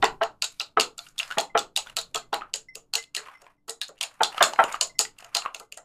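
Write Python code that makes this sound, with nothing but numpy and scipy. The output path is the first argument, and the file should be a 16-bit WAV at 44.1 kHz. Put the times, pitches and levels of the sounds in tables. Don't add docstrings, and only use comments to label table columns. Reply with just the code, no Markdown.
import sys
import numpy as np
from scipy import signal
from scipy.fft import rfft, irfft
from scipy.io import wavfile
from scipy.ndimage import map_coordinates

SR = 44100
rng = np.random.default_rng(int(sys.argv[2]) if len(sys.argv) > 2 else 0)


def wav_out(sig):
    wavfile.write(sys.argv[1], SR, np.round(np.clip(np.atleast_2d(sig).T, -1, 1) * 32767).astype(np.int16))


def invert_db(level):
    return 10 ** (np.asarray(level, dtype=float) / 20)


N = 257544

# centre_hz, t60_s, level_db
ROOM_BANDS = [(252, 0.45, -4), (684, 0.27, 4), (1925, 0.18, 4.5), (4700, 0.17, 3), (7900, 0.16, 6.5),
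              (15000, 0.22, -9.5)]
# freq_hz, gain_db
MIC_RESPONSE = [(25, -9), (70, -7), (150, -6), (13500, 1.5), (15000, -11.5), (15800, -28), (16600, -51.5),
                (17000, -110)]
# freq_hz, density_db_per_hz
AIR_SPECTRUM = [(20, 13), (60, -9), (120, -1), (250, -10), (400, -16), (800, -22), (2000, -40.5),
                (15000, -50)]
# time_s, level_db
AIR_LEVEL_CURVE = [(0.0, -49.5), (.13, -51), (.2, -60.5), (0.55, -69.5), (1.75, -65.5), (2.1, -61.5),
                   (2.6, -68), (3.76, -76.5), (4.9, -63), (5.84, -75)]
# freq_hz, level_db
HUM_LINES = [(50, -77.5), (100, -93.5), (148, -80.5), (198, -80), (245, -84), (293, -73), (390, -91)]
# start_s, end_s, rub_db, fizz_db
RUBS = [(.47, 0.598, -71, -64), (.66, .7, -81, -79), (1.01, 1.086, -65.5, -58), (1.216, 1.355, -47.5, -56),
        (1.864, 1.904, -53.5, -61), (2.033, 2.112, -86, -76), (2.408, 2.496, -73.5, -83),
        (3.2, 3.35, -50, -68), (3.42, 3.51, -62, -74), (3.95, 4.006, -72, -79),
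        (4.054, 4.195, -57.5, -69.5), (4.34, 4.52, -40, -53.5), (4.598, 4.62, -48, -52),
        (4.67, 4.755, -37.5, -56), (5.201, 5.263, -54, -63), (5.358, 5.46, -45.5, -62),
        (5.57, 5.613, -75, -62)]
# freq_hz, density_db_per_hz
RUB_SPECTRUM = [(250, -63), (500, 5.5), (1200, 14), (2700, 3), (4000, -14.5), (10000, -22.5), (15500, -32)]
# freq_hz, density_db_per_hz
FIZZ_SPECTRUM = [(1200, -41), (2300, 2.5), (3300, -4), (4200, -2), (7000, -7), (10000, -5.5), (15500, -16)]
# freq_hz, t60_s, level_db
SPOON_MODES = [(2051, .13, 0), (2066, .13, 0), (5445, .07, 0), (5330, .09, -6), (8323, .05, -20),
               (9800, .04, -20), (13560, .05, -28), (15190, .05, -22)]
# start_s, peak_db, overtone_db, beating_partner_db
SPOON_RINGS = [(1.498, -56, -34.5, -11), (2.2218, -64.5, -14, -7), (2.6845, -46, -15, -11.5),
               (2.981, -39, -7.5, -16), (3.0694, -67.5, -12, -4), (3.3483, -54, -25, -5.5),
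               (3.342, -72, 10, -4), (3.375, -68, 8, -4), (3.41, -68, 8, -4), (3.5783, -80.5, -12.5, -7.5),
               (4.895, -56, -5, -2), (4.9513, -57.5, -14.5, -13.5), (5.6211, -67, -22, -6),
               (2.735, -59.5, -6, -6.5)]
# start_s, peak_db, pitch_hz, overtone_db, wall_glance_db
CUBE_CLACKS = [(.687, -57, 820, -7, -59), (1.067, -42, 1410, -28, -37), (1.23, -22, 2100, 3, -28),
               (1.304, -26.5, 1360, -11.5, -35), (1.311, -20, 1450, -13.5, -23.5),
               (1.322, -23.5, 1510, -7.5, -27.5), (1.87, -28.5, 1450, -3, -42),
               (1.889, -40.5, 835, 6, -41.5), (2.419, -20.5, 1274, -11, -50), (3.261, -37, 1100, 0, -47),
               (3.285, -29.5, 1060, -11, -40), (3.443, -53, 800, -6.5, -49),
               (3.466, -34.5, 1010, -3, -48.5), (4.346, -27, 795, -19, -32),
               (4.38, -13.5, 1280, -4.5, -20.5), (4.535, -18, 850, -11, -23.5), (4.56, -27, 900, 1, -32),
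               (4.642, -14, 600, -3, -53), (4.743, -12.5, 1214, -8.5, -36), (5.051, -22.5, 1965, -2, -29),
               (5.225, -34.5, 753, -6, -39), (5.421, -31, 1160, -15, -27), (5.452, -20, 1220, -20, -42.5),
               (5.46, -11.5, 1120, -8, -34), (.57, -59, 1530, -0.5, -67), (1.161, -57, 1450, -10, -60),
               (2.41, -28, 1090, -1, -56), (2.434, -46.5, 1190, -9.5, -57), (2.497, -52.5, 1000, -6, -63.5),
               (3.194, -35, 1470, -6, -48), (3.297, -43, 1290, -3, -54), (3.326, -53.5, 1420, 3, -58),
               (3.339, -53, 1300, -2, -57), (3.97, -53.5, 1130, 9, -61), (4.606, -6, 1010, -12, -41.5),
               (5.166, -56, 1190, -3, -64.5), (5.289, -61, 1020, -11, -64), (5.318, -53, 1200, -8, -65),
               (5.393, -28.5, 1250, -5, -46), (5.48, -28, 1200, -6, -53)]
# freq_hz, t60_s, level_db, group (0 body, 1 middle, 2 edge)
TABLE_MODES = [(156, 0.069, -21, 0), (449.4, 0.23, -9, 0), (560, 0.043, -2.5, 0), (678.4, 0.076, -3, 1),
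               (808.5, 0.1, -5.5, 1), (881, 0.087, -8, 1), (1010, 0.048, -5.5, 1), (1205, .04, -7.5, 0.82),
               (1331, 0.033, 0, 1), (1609, 0.027, 1.5, 2), (1881, 0.026, 1, 2), (2464, 0.015, -3.5, 2),
               (3100, 0.018, -8.5, 2), (3850, 0.06, -23.5, 2)]
# start_s, peak_db, pitch_hz, body_db, t60_s
BASE_THUDS = [(.026, -6, 957, -8, 0.031), (.212, -8, 832, -12, 0.049), (0.771, -1.5, 445, -18, 0.036),
              (1.372, -12.5, 835, -7.5, 0.036), (1.55, -6, 447, -19.5, 0.049),
              (2.328, -12.5, 914, -10, 0.028), (4.206, -4.5, 828, -12, 0.043),
              (4.407, -1, 1447, -14.5, 0.021), (4.589, -2.5, 857, -17, 0.048),
              (4.811, -21, 1040, -35.5, 0.022), (4.993, -21, 825, -4, 0.048), (5.359, -23, 820, -18, 0.051)]
# start_s, peak_db, pitch_hz, body_db, edge_db
GLASS_NUDGES = [(0.424, -29.5, 1470, -21, -33), (.6, -29.5, 1315, -26, -27), (0.612, -40.5, 1235, 4, -30.5),
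                (0.982, -37.5, 1366, -24, -17), (1.196, -29.5, 1330, -31.5, 1), (1.77, -26, 820, -20, -29),
                (1.968, -25, 1386, -12, -10), (2.149, -20.5, 1440, -7.5, -34),
                (2.539, -30.5, 616, -2.5, 1.5), (2.758, -38.5, 668, 5.5, -11),
                (2.934, -29, 1440, -15, -8.5), (2.955, -27, 1660, -9.5, -9),
                (3.169, -27.5, 1316, 5.5, 11.5), (3.42, -44, 560, -5, -10), (3.687, -29.5, 444, -7.5, -6),
                (3.814, -32, 1540, -39, 5.5), (3.887, -38.5, 580, -2, -14), (4.01, -32.5, 925, -41, -31),
                (4.035, -31.5, 774, -24, -5), (4.141, -58, 1250, -32, -2), (5.244, -38, 1240, -27, -5),
                (5.599, -36, 540, -9.5, -16), (5.773, -33, 673, -20.5, -8.5), (3.147, -40.5, 600, -12, -7),
                (5.349, -22, 987, -11.5, -7.5), (5.545, -36.5, 756, -19, -20), (5.723, -48, 575, 3, -10),
                (3.68, -32, 700, -7.5, -18)]
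# freq_hz, t60_s, level_db, group (0 low, 1 middle, 2 upper)
WALL_MODES = [(2815, 0.0087, 1, 0), (4417, 0.0071, -5, 1), (4746, 0.005, -3, 2), (5845, 0.012, -14, 1),
              (6960, 0.0046, 2, 2), (7570, 0.0067, -4.5, 2), (8720, 0.0058, -5.5, 2), (9590, 0.0056, -7, 2),
              (11090, 0.0038, -10, 2), (13200, 0.0067, -19.5, 2), (14300, .004, -9.5, 2)]
# freq_hz, t60_s, level_db, group
DRY_WALL_MODES = [(4060, .04, -15, 1), (4260, .04, -16, 1), (6900, .03, -15, 2), (7350, .03, -17, 2)]
# start_s, peak_db, cube_hz, low_db, upper_db
FIRST_STRIKES = [(.0252, -14, 3560, 0, -18), (.2197, -27.5, 3340, -8, -33), (.4222, -7.5, 4440, -4, -3),
                 (.5985, -13.5, 3880, -21, -11), (.7982, -5, 4420, 5.5, 1), (1.1807, -21, 3380, -14, -5.5),
                 (1.3838, -10, 3330, 0, -7.5), (1.5758, -11, 3740, 7, -10), (1.7627, -9, 3867, -9, -5.5),
                 (1.9675, -8.5, 4395, -0.5, -4), (2.1462, -13, 3410, 2.5, -5), (2.3291, -21, 3240, 0, -8.5),
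                 (2.5391, -8.5, 4510, 1.5, 5), (2.9368, -11.5, 4440, -5.5, -0.5),
                 (3.149, -13, 4620, 7.5, 9), (3.8152, -14, 3850, -9.5, -11.5), (4.0108, -10, 3100, -2, -6),
                 (4.2334, -7.5, 3643, -23, -13), (4.4264, -2, 3547, -7, -2), (4.6389, -14.5, 3380, 9, 8),
                 (4.8112, -2.5, 4540, -4, 2), (4.991, -1, 4760, 2, 7), (5.3493, -5.5, 4680, -0.5, -0.5),
                 (5.5463, -19, 3290, 7, 2)]
# start_s, peak_db, cube_hz, low_db, upper_db
PILED_CUBES = [(.0429, -12, 3570, -1.5, -5.5), (0.053, -15.5, 4600, 4, -18), (0.235, -16, 4330, 4.5, -2),
               (0.4425, -13.5, 3800, -1, -2), (0.606, -18, 3630, 6.5, -33),
               (0.6137, -16.5, 4065, -7.5, -9.5), (.809, -7, 4600, 9, 4), (0.8156, -16.5, 3570, -11, -19),
               (1.19, -14.5, 3617, -14, -4), (1.3942, -21.5, 4450, -8, -9), (1.4024, -16.5, 4320, 5.5, 0),
               (1.591, -14.5, 3480, -29, -4), (1.7739, -8, 4450, 11.5, 12.5), (1.988, -17, 3890, -31, -10),
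               (2.1586, -13.5, 3275, -6, -9), (2.338, -21, 3900, -12.5, -21.5),
               (2.9543, -7.5, 4340, 4, 6.5), (3.1653, -14.5, 4240, -6.5, 0), (4.0355, -17.5, 3500, 2, -3.5),
               (4.2455, -21, 3820, 20, 9), (4.438, -10.5, 3600, 18, 17), (4.8307, -22, 4150, -3, 3),
               (5.0112, -11, 4430, 0, 7.5), (5.3682, -10, 4310, -16, -3.5), (3.6815, -33, 4140, 5, 14),
               (3.6955, -18.5, 4070, -9, 5), (3.706, -23, 4370, -1, 11), (.4465, -18, 4200, -8, 4),
               (5.0075, -20, 4140, -7, -1), (2.9415, -23, 4200, -10, -4), (.525, -44, 3800, 0, 7),
               (3.039, -34, 3300, 2, -6), (.7735, -26.5, 3850, 9, -32), (1.9725, -20, 4000, -7, -6)]
# start_s, peak_db, low_db, upper_db
STRAY_BRUSHES = [(.9807, -25, -6.5, -1.5), (.9907, -23, -12, -15), (1.0872, -41, -10, 9),
                 (1.278, -37.5, -9.5, -3), (1.584, -20, -15, -13), (2.3429, -17, -1, -8),
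                 (2.7546, -23, 13.5, 15.5), (3.027, -31, -5, -4), (3.179, -24.5, -2, -3),
                 (3.4189, -40.5, 12, 17), (3.686, -31, 6, 1.5), (3.699, -22.5, 1.5, 9.5),
                 (3.8826, -33, -5, 3), (3.8916, -40, -14, 1), (3.98, -44, 19, 11), (4.0297, -14.5, -17, -1),
                 (4.1414, -45.5, 8, 8), (4.221, -30.5, -0.5, 12), (4.327, -34, 5.5, -12),
                 (4.367, -38.5, -2, -6), (4.409, -15.5, 9.5, -20), (4.4236, -19.5, 7, -1.5),
                 (4.687, -42, 11, 7), (4.7254, -22.5, -8, 1), (5.187, -32, 10, 9), (5.2458, -30.5, 12, 7),
                 (5.564, -38, -29, -25), (5.5984, -29.5, 4, 9), (5.7236, -23, 19.5, 13.5),
                 (5.774, -27, 2, 11), (.058, -21.5, 2, -11.5), (.2295, -23.5, 0, -13),
                 (.6638, -45.5, -1, -6.5), (1.1997, -15, 8.5, -10), (1.4098, -18, -3, 2),
                 (1.8977, -34, 3, -4), (2.0143, -27, 0, 3), (2.1768, -24, -2, 0), (2.5585, -20, -1, 19),
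                 (3.2552, -44, 5, -16), (3.8328, -33, -15, 4), (3.988, -43, 8, 5), (4.0423, -36, -2, 7),
                 (4.4914, -34.5, -4, 2.5), (4.752, -31.5, -2, -9), (4.872, -32.5, -2.5, 2),
                 (5.205, -38, 0, 0), (5.6054, -49.5, 1, 12), (5.743, -42, -7, 8), (5.782, -41, -3, 5)]
# low_db, upper_db
GLANCE_WALL_DB = (4.5, -7)

LEAD_S = 0.006


def unit(x):
    return x / np.sqrt(np.mean(x ** 2) + 1e-20)


def along(points, hz):
    f, v = np.transpose(points)
    return np.interp(np.log(hz + 1), np.log(f + 1), v)


def curve(rows):
    s, v = np.transpose(rows)
    return np.interp(np.arange(N) / SR, s, v)


def noise(spectrum):
    gain = invert_db(along(spectrum, np.fft.rfftfreq(N, 1 / SR)))
    return unit(irfft(rfft(rng.standard_normal(N)) * gain, N))


def ring(t, hz, t60_s, db, attack_s):
    hz, t60_s, db = (np.asarray(v)[:, None] for v in (hz, t60_s, db))
    modes = invert_db(db - 60 * t / t60_s) * np.sin(2 * np.pi * hz * t)
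    return np.sum(modes, 0) * (1 - np.exp(-(t / attack_s) ** 2))


def chatter(after_s, lead_db, drag_db):
    t = np.arange(SR // 25) / SR - round(LEAD_S * SR) / SR
    db = np.where(t < 0, lead_db + 25 * t / LEAD_S, drag_db - 60 * (t / after_s) ** 3)
    touches = invert_db(db) * rng.standard_normal(len(t)) * (rng.random(len(t)) < 0.12)
    touches[t == 0] = 1
    return touches


def after_lead(x):
    return np.pad(x, (round(LEAD_S * SR), 0))


def room():
    t, hz = np.arange(SR // 4) / SR, np.fft.rfftfreq(N, 1 / SR)
    centres_hz = [row[0] for row in ROOM_BANDS]
    shares = [along(list(zip(centres_hz, row)), hz) for row in np.eye(len(ROOM_BANDS))]
    bands = irfft(rfft(rng.standard_normal(N)) * shares, N)
    build = np.clip((t - 0.003) / 0.018, 0, 1) ** 0.15
    fades = np.array([invert_db(db - 60 * t / t60_s - 260 * t ** 2) for _, t60_s, db in ROOM_BANDS]) * build
    scale = np.sqrt(np.sum(fades[2] ** 2))

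    def tail(place):
        start = int(place * (N - len(t)))
        return np.sum(bands[:, start:][:, :len(t)] * fades, 0) / scale

    return tail


def add(out, s, peak_db, hit, aside, tail):
    gain = invert_db(peak_db) / np.max(np.abs(hit))
    wet = signal.fftconvolve(aside, tail)
    out[round(s * SR):][:len(wet)] += gain * wet
    out[round((s - LEAD_S) * SR):][:len(hit)] += gain * hit


def air():
    t = np.arange(N) / SR

    def sway():
        return map_coordinates(rng.standard_normal(64), [t * 1.4])

    hum = sum(invert_db(db + 1.6 * sway()) * np.sin(2 * np.pi * hz * t + 0.61 * sway())
              for hz, db in HUM_LINES)
    return invert_db(curve(AIR_LEVEL_CURVE) + 12) * noise(AIR_SPECTRUM) + hum


def slosh():
    swell_db_per_s, settle_db_per_s = 396, 402.5
    levels = invert_db(4.5 * rng.standard_normal(N // 200 + 2))
    clumps = np.interp(np.arange(N) / 200, np.arange(len(levels)), levels)
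    t, gains = np.arange(N) / SR, np.zeros((2, N))
    for start_s, end_s, *db in RUBS:
        near = slice(round((start_s - 0.2) * SR), round((end_s + 0.2) * SR))
        fade_db = swell_db_per_s * np.maximum(start_s - t[near], 0)
        fade_db += settle_db_per_s * np.maximum(t[near] - end_s, 0)
        gains[:, near] += np.outer(invert_db(db), invert_db(-fade_db))
    rub = gains[0] * unit(clumps * noise(RUB_SPECTRUM))
    fizz = gains[1] * unit(clumps * noise(FIZZ_SPECTRUM))
    return rub + fizz


def spoon(tail):
    out, t = np.zeros(N + SR), np.arange(SR // 6) / SR
    hz, t60_s, db = np.transpose(SPOON_MODES)
    for s, peak_db, over_db, partner_db in SPOON_RINGS:
        levels_db = db + over_db * (hz > hz[1]) + partner_db * (hz == hz[1])
        song = ring(t, hz, t60_s, levels_db, 0.0027)
        add(out, s, peak_db + 9, after_lead(song), invert_db(-9.5) * song, tail(rng.random()))
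    return out[:N]


def clacks(tail):
    ratio, t60_s = np.array([1, 0.75, 1.3, 2.4, 1.6]), [0.023, 0.012, 0.0088, 0.014, 0.011]
    over_share = np.array([0, 1.2, 1.6, 1.5, 1.9])
    out, t = np.zeros(N + SR), np.arange(SR // 30) / SR
    for s, peak_db, hz, over_db, _ in CUBE_CLACKS:
        wet_db = -10 - 0.1631 * peak_db
        note = ring(t, hz * ratio, t60_s, over_db * over_share, 0.00042)
        aside = note * invert_db(wet_db + 4 - 60 * t / 0.016)
        add(out, s, peak_db, after_lead(note), aside, tail(rng.random()))
    return out[:N]


def knocks(tail):
    thud_edge_db, nudge_t60_s = -8.5, 0.052
    out, t = np.zeros(N + SR), np.arange(SR // 10) / SR
    hz, t60_s, db, group = np.transpose(TABLE_MODES + TABLE_MODES)
    blows = [(*row[:4], thud_edge_db, row[4]) for row in BASE_THUDS]
    blows += [(*row, nudge_t60_s) for row in GLASS_NUDGES]
    chance = rng.standard_normal((len(blows), 2, len(hz)))
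    for (s, peak_db, note_hz, body_db, edge_db, last_s), (detune, vary) in zip(blows, chance):
        last_s = max(last_s, 0.008)
        levels_db = db + 2 * vary
        levels_db += np.take([body_db, -7, edge_db - 5], group.astype(int))
        table = ring(t, hz * (1 + 0.022 * detune), t60_s * last_s / 0.047, levels_db, 0.0019)
        note = ring(t, [note_hz], [0.7 * last_s], [-5], 0.001)
        hit = signal.fftconvolve(table + note, chatter(last_s, lead_db=-16.5, drag_db=-18.5))
        blur = invert_db(-60 * t / 0.018)
        aside = invert_db(10.5) * blur * (table + note)
        add(out, s, peak_db - 0.5, hit, aside, tail(rng.random()))
    return out[:N]


def contacts():
    strays = STRAY_BRUSHES + [(s, wall_db, *GLANCE_WALL_DB) for s, *_, wall_db in CUBE_CLACKS]
    pitch_hz = 3900 * (1 + 0.19 * rng.standard_normal(len(strays)))
    brushes = [(s, db, hz, low, up) for (s, db, low, up), hz in zip(strays, pitch_hz)]
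    return FIRST_STRIKES + PILED_CUBES + brushes


def ice(tail):
    cube_db, stray_note_db = -1, -7
    clean_lead_db, crowded_lead_db = -20, -11.5
    crack_t60_s, blur_t60_s = 0.0089, 0.013
    out, t = np.zeros(N + SR), np.arange(SR // 25) / SR
    hz, t60_s, db, group = np.transpose(WALL_MODES)
    slow_hz, slow_t60_s, slow_db, slow_group = np.transpose(DRY_WALL_MODES)
    group, slow_group = np.round(group).astype(int), np.round(slow_group).astype(int)
    hits = contacts()
    chance = rng.standard_normal((len(hits), 2, len(WALL_MODES)))
    order = np.arange(len(hits))
    leads_db = np.where(order < len(FIRST_STRIKES), clean_lead_db, crowded_lead_db)
    notes_db = cube_db + np.where(order < len(FIRST_STRIKES + PILED_CUBES), 0, stray_note_db)
    for row, (detune, vary), lead_db, note_db in zip(hits, chance, leads_db, notes_db):
        s, peak_db, cube_hz, low_db, upper_db = row
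        groups_db = cube_db + np.array([low_db, 0, upper_db])
        wall_db = db + 2.5 * vary + groups_db[group]
        wall = ring(t, hz * (1 + 0.021 * detune), t60_s, wall_db, 0.0003)
        cube = ring(t, [cube_hz], [0.011], [note_db], 0.00038)
        linger_hz = slow_hz * (1 + 0.02 * detune[:len(DRY_WALL_MODES)])
        linger = ring(t, linger_hz, slow_t60_s, slow_db + groups_db[slow_group], 0.00016)
        crack = np.diff(rng.standard_normal(len(t) + 1))
        crack *= invert_db(0.5 * upper_db - 60 * t / crack_t60_s)
        direct = wall + cube + invert_db(-22.5) * crack
        hit = signal.fftconvolve(direct, chatter(crack_t60_s, lead_db, drag_db=-15.5))
        aside = (wall + cube) * invert_db(-60 * t / blur_t60_s) + linger + invert_db(-23) * crack
        wet_db = 1 + 0.2461 * peak_db
        add(out, s, peak_db + 4, hit, invert_db(wet_db) * aside, tail(rng.random()))
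    return out[:N]


def scene():
    tail = room()
    struck = invert_db(-3) * ice(tail) + knocks(tail) + clacks(tail) + spoon(tail)
    return (struck + slosh() + air())[None]


def roll_off(x):
    return signal.sosfilt(signal.butter(12, 16500, fs=SR, output="sos"), x)


def record(dry):
    gain = invert_db(along(MIC_RESPONSE, np.fft.rfftfreq(N, 1 / SR)))
    heard = irfft(rfft(dry) * gain, N)
    held = heard / (1 + np.abs(heard / 0.93) ** 6) ** (1 / 6)
    return roll_off(held)


dry = scene()
out = record(dry)
wav_out(out)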